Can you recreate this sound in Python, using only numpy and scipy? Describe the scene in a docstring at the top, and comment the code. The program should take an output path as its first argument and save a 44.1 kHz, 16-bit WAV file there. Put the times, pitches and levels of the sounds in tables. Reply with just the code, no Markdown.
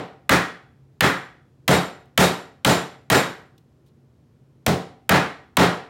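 """Mallet blows in a small workshop

A wooden mallet drives the joint of a frame on a workbench: a run of blows, a pause, a light tap
and two more. Each blow cracks, rings the frame, makes the bench boom, jolts the steel tools on it
and fills the room. Between blows, handled wood ticks faintly over soft air and a fan's hum.
The close microphone's limiter flattens the loud start of the blows."""
import sys
import numpy as np
from scipy import signal
from scipy.io import wavfile
from scipy.ndimage import uniform_filter1d, minimum_filter1d

SR = 44100
rng = np.random.default_rng(int(sys.argv[2]) if len(sys.argv) > 2 else 0)


def to_wav(sig):
    """Store sig (one row per channel, or 1-D mono) as 16-bit WAV at the path in sys.argv[1].

    Samples outside -1..1 are clipped; the rate is SR.
    """
    pcm = np.clip(np.atleast_2d(sig), -1, 1) * 32767
    pcm = np.round(pcm).astype(np.int16)
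    wavfile.write(sys.argv[1], SR, pcm.T)  # frames by channels


N = 259749
RING_SIZE = SR * 3 // 4  # samples in one blow
AGE = np.arange(RING_SIZE) / SR  # seconds since the blow
CUTOFF_HZ = 15900  # top of the treble
BAND_EDGES = 22 * 2 ** (np.arange(25) * .4)
BAND_HZ = np.sqrt(BAND_EDGES[1:] * BAND_EDGES[:-1])
BAND_FILTERS = [signal.butter(2, edges, "band", fs=SR, output="sos")
                for edges in zip(BAND_EDGES, BAND_EDGES[1:])]


# Each blow and how strongly things answer it; levels in all tables are relative:
# (time [s], force [dB], frame knock [dB], sizzle of loose things [dB], crack [dB], steel ring [dB])
BLOWS = [(-0.17, -3, -5, -9, 0, -12.5), (0.293, -9.5, 9.5, 6, 3.5, -13.5), (1.0067, -10, 10, 4, 5.5, 1.5),
         (1.6785, -4, -0.5, 2, -4.5, 3), (2.176, -4, 0, 5.5, 0, 4), (2.6474, -4, -0.5, 5.5, 3.5, 2.5),
         (3.0999, -5, 4, 5.5, 1, 5), (4.6634, -12, -4.5, 0.5, -2, -12.5), (5.0921, -4, 4, -1, 2.5, -13),
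         (5.5688, -2, -0.8, -2, 4, -10)]
def mallet(crack_db, room_db, bench_db, frame_db, jolt_db):
    """Each blow sets off the joint, the frame, the bench, the tools and the room."""
    out = np.zeros(N)
    shared_echoes = noise_bands(ROOM_SPECTRUM, RING_SIZE)
    for start_s, force, knock, sizzle, sharp, steel in BLOWS:
        thud = -0.64 - 0.59 * force  # a lighter blow is duller
        clatter = -3.5 + 0.24 * knock + 0.26 * sizzle  # pitched between knock and sizzle
        wood_colour = [0, 0, knock / 2, clatter / 2, 0]
        joint = crack(contact_s=0.0052, t60=0.031, stiff_hz=7500, colour_db=wood_colour, travel_s=0.0013)
        joint *= from_db(crack_db + sharp)
        frame = from_db(frame_db + knock) * frame_ring()
        bench = from_db(thud) * bench_boom(bench_db, jolt_db)
        tools = from_db(steel) * hopping_tools(hop_s=0.054)
        room = from_db(room_db) * workshop(shared_echoes, [thud, 0, knock, clatter, sizzle], alike=0.44)
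        add(out, start_s, from_db(force) * (joint + frame + bench + tools + room))
    return out


# The noise of wood hitting wood: (frequency [Hz], level [dB])
CRACK_SPECTRUM = [(60, -36), (250, -14), (600, 3.5), (1000, -1.5), (1900, 2), (2900, 2), (3900, -3),
                  (5500, -11.5), (8000, -7.5), (12000, -14), (16000, -6.5)]
def crack(contact_s, t60, stiff_hz, colour_db, travel_s):
    """Wood slips briefly on wood. High bending waves run through it fastest and die first."""
    size = SR // 8
    hz = BAND_HZ[:, None]
    delay_s = travel_s * (np.sqrt(1000 / hz) - np.sqrt(1000 / CUTOFF_HZ))
    age = np.maximum(AGE[:size] - delay_s, 0)
    fade = dying(t60, np.maximum(age * (1 + hz / stiff_hz) - contact_s, 0))
    attack = np.minimum(age / 0.00048, 1)
    burst = (noise_bands(CRACK_SPECTRUM, size) * tint(colour_db) * attack * fade).sum(0)
    return np.pad(burst, (0, RING_SIZE - size))


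# The notes of the frame's rails: (pitch [Hz], level [dB])
FRAME_NOTES = [(1220, -28.5), (1320, -20), (1422, -23), (1545, -25), (1666, -31.5), (1893, -21),
               (1949, -25), (2030, -26.5), (2137, -28), (2523, -32), (3400, -30)]
def frame_ring():
    """A square blow makes the wooden rails ring."""
    return ring(FRAME_NOTES, spread_db=2.5, blur=0.36, blur_hz=37.5, t60=0.46) * swelling(0, 0.0049)


# The low notes of the bench: (pitch [Hz], level [dB], time to fade by 60 dB [s])
BENCH_NOTES = [(84.3, -19, 0.3), (124.6, -24, 0.15), (140.7, -12, .33), (176.6, -9, 0.38),
               (240.9, -22, 0.15), (269, -47, 1.3), (284, -14.5, .36), (375.3, -23.5, 0.51),
               (449, -18, 0.45), (444, -40, 0.8), (538.4, -18, 0.41), (722.4, -24, 0.56), (778, -23, 0.56),
               (832, -28, 0.41)]
def bench_boom(boom_db, jolt_db):
    """The shock reaches the bench a moment later: it heaves for a cycle or two and booms."""
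    boom = ring(BENCH_NOTES, spread_db=0.5, blur=0.35, blur_hz=26) * swelling(0.011, 0.0068)
    jolt_age = np.maximum(AGE - 0.0155, 0)
    jolt = np.sin(2 * np.pi * 135.5 * jolt_age) * dying(0.049, jolt_age)
    return from_db(boom_db) * boom + from_db(jolt_db) * jolt


# The notes of a steel plane and chisel: (pitch [Hz], level [dB])
TOOL_NOTES = [(2283, -26), (2805, -29), (3246, -28), (3786, -16.5), (4328, -31), (4700, -30), (7257, -19.5),
              (8170, -29), (8330, -27), (10584, -28), (11488, -33), (12441, -29), (13260, -32)]
def hopping_tools(hop_s):
    """The tools ring a little as they are thrown up, and fully as they land hop_s later."""
    hop = 0.35 * swelling(0.012, 0.005) + 0.65 * swelling(hop_s, 0.005)
    return ring(TOOL_NOTES, spread_db=1.5, blur=0.7, blur_hz=90, t60=0.36) * hop


# The blow as the room sends it back: (frequency [Hz], level [dB])
ROOM_SPECTRUM = [(25, -34), (55, -19), (90, -2.5), (150, 1), (300, 1), (750, -0.5), (1400, -4.5),
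                 (2000, -6.5), (2600, -9.5), (3600, -9.5), (5200, -17), (8000, -22), (11500, -29),
                 (16000, -28)]
# How long the echoes last: (frequency [Hz], time to fade by 60 dB [s])
ROOM_FADE = [(80, 0.32), (210, 0.39), (560, 0.43), (1500, 0.43), (3900, 0.4), (8000, 0.34), (15000, 0.26)]
def workshop(shared_echoes, colour_db, alike):
    """Dense echoes, partly the same for every blow, build up (the bass last) and die away."""
    fresh_echoes = noise_bands(ROOM_SPECTRUM, RING_SIZE)
    echoes = np.sqrt(alike) * shared_echoes + np.sqrt(1 - alike) * fresh_echoes
    build = np.array([swelling(0.0017, 0.0079 * (1 + 100 / hz)) for hz in BAND_HZ])
    fade = dying(at_hz(ROOM_FADE, BAND_HZ)[:, None])
    return (echoes * tint(colour_db) * build * fade).sum(0)


# Light touches on the wood: (time [s], level [dB], length of contact [s])
TICKS = [(2.056, -60, .002), (3.579, -53, 0.0039), (3.861, -65.5, 0.041)]
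def handling(room_db):
    """Handled wood gives small, dry ticks and scuffs with a trace of echo."""
    out = np.zeros(N)
    for start_s, db, contact_s in TICKS:
        tick = crack(contact_s, t60=0.043, stiff_hz=15000, colour_db=[0, -2, -21, 1.5, -2], travel_s=0)
        echo = from_db(room_db) * noise_bands(CRACK_SPECTRUM, RING_SIZE).sum(0) * dying(0.31)
        add(out, start_s, from_db(db) * (tick + echo))
    return signal.sosfilt(signal.butter(2, 3000, "high", fs=SR, output="sos"), out + 1e-18)


# The fan's two tones: (pitch [Hz], average level [dB])
FAN_TONES = [(134, -62.5), (237, -69.5)]
def fan(waver_db):
    """A fan hums, each tone drifting louder and softer at random."""
    t = np.arange(N) / SR
    drift_times = np.linspace(0, N / SR, 50)
    hum = np.zeros(N)
    for hz, db in FAN_TONES:
        drift = np.interp(t, drift_times, rng.standard_normal(len(drift_times)))
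        hum += np.sqrt(2) * from_db(db + waver_db * drift) * np.sin(2 * np.pi * hz * t)
    return hum


# The workshop's steady air: (frequency [Hz], level [dB])
AIR_SPECTRUM = [(25, -17), (54, -12.5), (128, -4.5), (200, -17), (260, -14.5), (415, -19), (700, -30),
                (1150, -34.5), (2130, -41.5), (5000, -46.5), (15000, -56.5)]
def air(level_db):
    """Air makes a soft, low rush."""
    return from_db(level_db) * noise_bands(AIR_SPECTRUM, N).sum(0)


# The middles of five ranges, called thud, body, knock, clatter and sizzle: (frequency [Hz])
RANGES_HZ = [150, 700, 1600, 3300, 8000]
def tint(colour_db):
    """Turn five levels, from thud to sizzle, into a gain for each band."""
    return from_db(at_hz(list(zip(RANGES_HZ, colour_db)), BAND_HZ))[:, None]


def ring(notes, spread_db, blur, blur_hz, t60=None):
    """Fading notes. A share of each (blur) arrives by many paths and so wavers."""
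    out = np.zeros(RING_SIZE)
    for hz, db, *own_t60 in notes:
        scatter = rng.standard_normal((100, 2)) @ [1, 1j] / np.sqrt(2)  # random strength and phase
        paths = np.sqrt(1 - blur) * np.exp(2j * np.pi * rng.random()) + np.sqrt(blur) * scatter
        waver = np.interp(AGE * blur_hz, np.arange(len(paths)), paths)
        wave = (waver * np.exp(2j * np.pi * hz * AGE)).real
        gain = from_db(db + spread_db * rng.standard_normal())
        out += gain * dying(t60 or own_t60[0]) * wave
    return out


def noise_bands(spectrum, size):
    """Noise shaped by a spectrum, one row per frequency band; the sum has strength (rms) 1."""
    run_in = SR // 10  # lets the filters settle
    white = rng.standard_normal((2, size + run_in))
    bands = np.array([signal.sosfilt(sos, white[k % 2])[run_in:] for k, sos in enumerate(BAND_FILTERS)])
    bands *= from_db(at_hz(spectrum, BAND_HZ))[:, None]
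    return bands / bands.sum(0).std()


def from_db(db):
    """Turn decibels into a gain to multiply by."""
    return 10 ** (np.asarray(db) / 20)


def at_hz(points, hz):
    """Read between a table's rows, with octaves evenly spaced."""
    row_hz, value = np.transpose(points)
    return np.interp(np.log(hz), np.log(row_hz), value)


def dying(t60, age=AGE):
    """A fade that drops 60 dB every t60 seconds."""
    return np.exp(-np.log(1000) * age / t60)


def swelling(start_s, rise_s):
    """Silence until start_s, then a smooth rise to one."""
    return 1 - np.exp(-np.maximum(AGE - start_s, 0) / rise_s)


def add(track, start_s, sound):
    """Mix a sound into the track, dropping what falls outside it."""
    at = round(start_s * SR)
    first, last = max(at, 0), min(at + len(sound), N)
    track[first:last] += sound[first - at:last - at]


def scene():
    """Blows, handled wood, fan and air in one channel."""
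    blows = mallet(crack_db=5.5, room_db=-1.1, bench_db=1.5, frame_db=1.5, jolt_db=-1.0)
    return (blows + handling(room_db=-18) + fan(waver_db=4.0) + air(level_db=-56.5))[None]


def limiter(x, ceiling_db, release_db_per_s):
    """Turns the sound down a millisecond before each loud peak, then steadily back up."""
    ahead = SR // 1000
    over_db = np.maximum(20 * np.log10(np.abs(x) + 1e-9) - ceiling_db, 0)
    ramp = release_db_per_s * np.arange(N) / SR
    cut_db = np.maximum.accumulate(over_db + ramp, axis=-1) - ramp
    early_gain_db = minimum_filter1d(-cut_db, 2 * ahead + 1)
    return x * from_db(uniform_filter1d(early_gain_db, ahead))


def record(dry):
    """The microphone rounds and limits the tallest peaks and cuts the deepest bass and top treble."""
    top = from_db(10)
    treble_cut = signal.ellip(10, .1, 80, CUTOFF_HZ, fs=SR, output="sos")
    bass_cut = signal.butter(3, 55, "high", fs=SR, output="sos")
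    rounded = signal.sosfilt(treble_cut, top * np.tanh(dry / top))
    limited = limiter(rounded, ceiling_db=-5.0, release_db_per_s=404)
    return signal.sosfilt(np.vstack([bass_cut, treble_cut]), limited)


dry = scene()
out = record(dry)
to_wav(out)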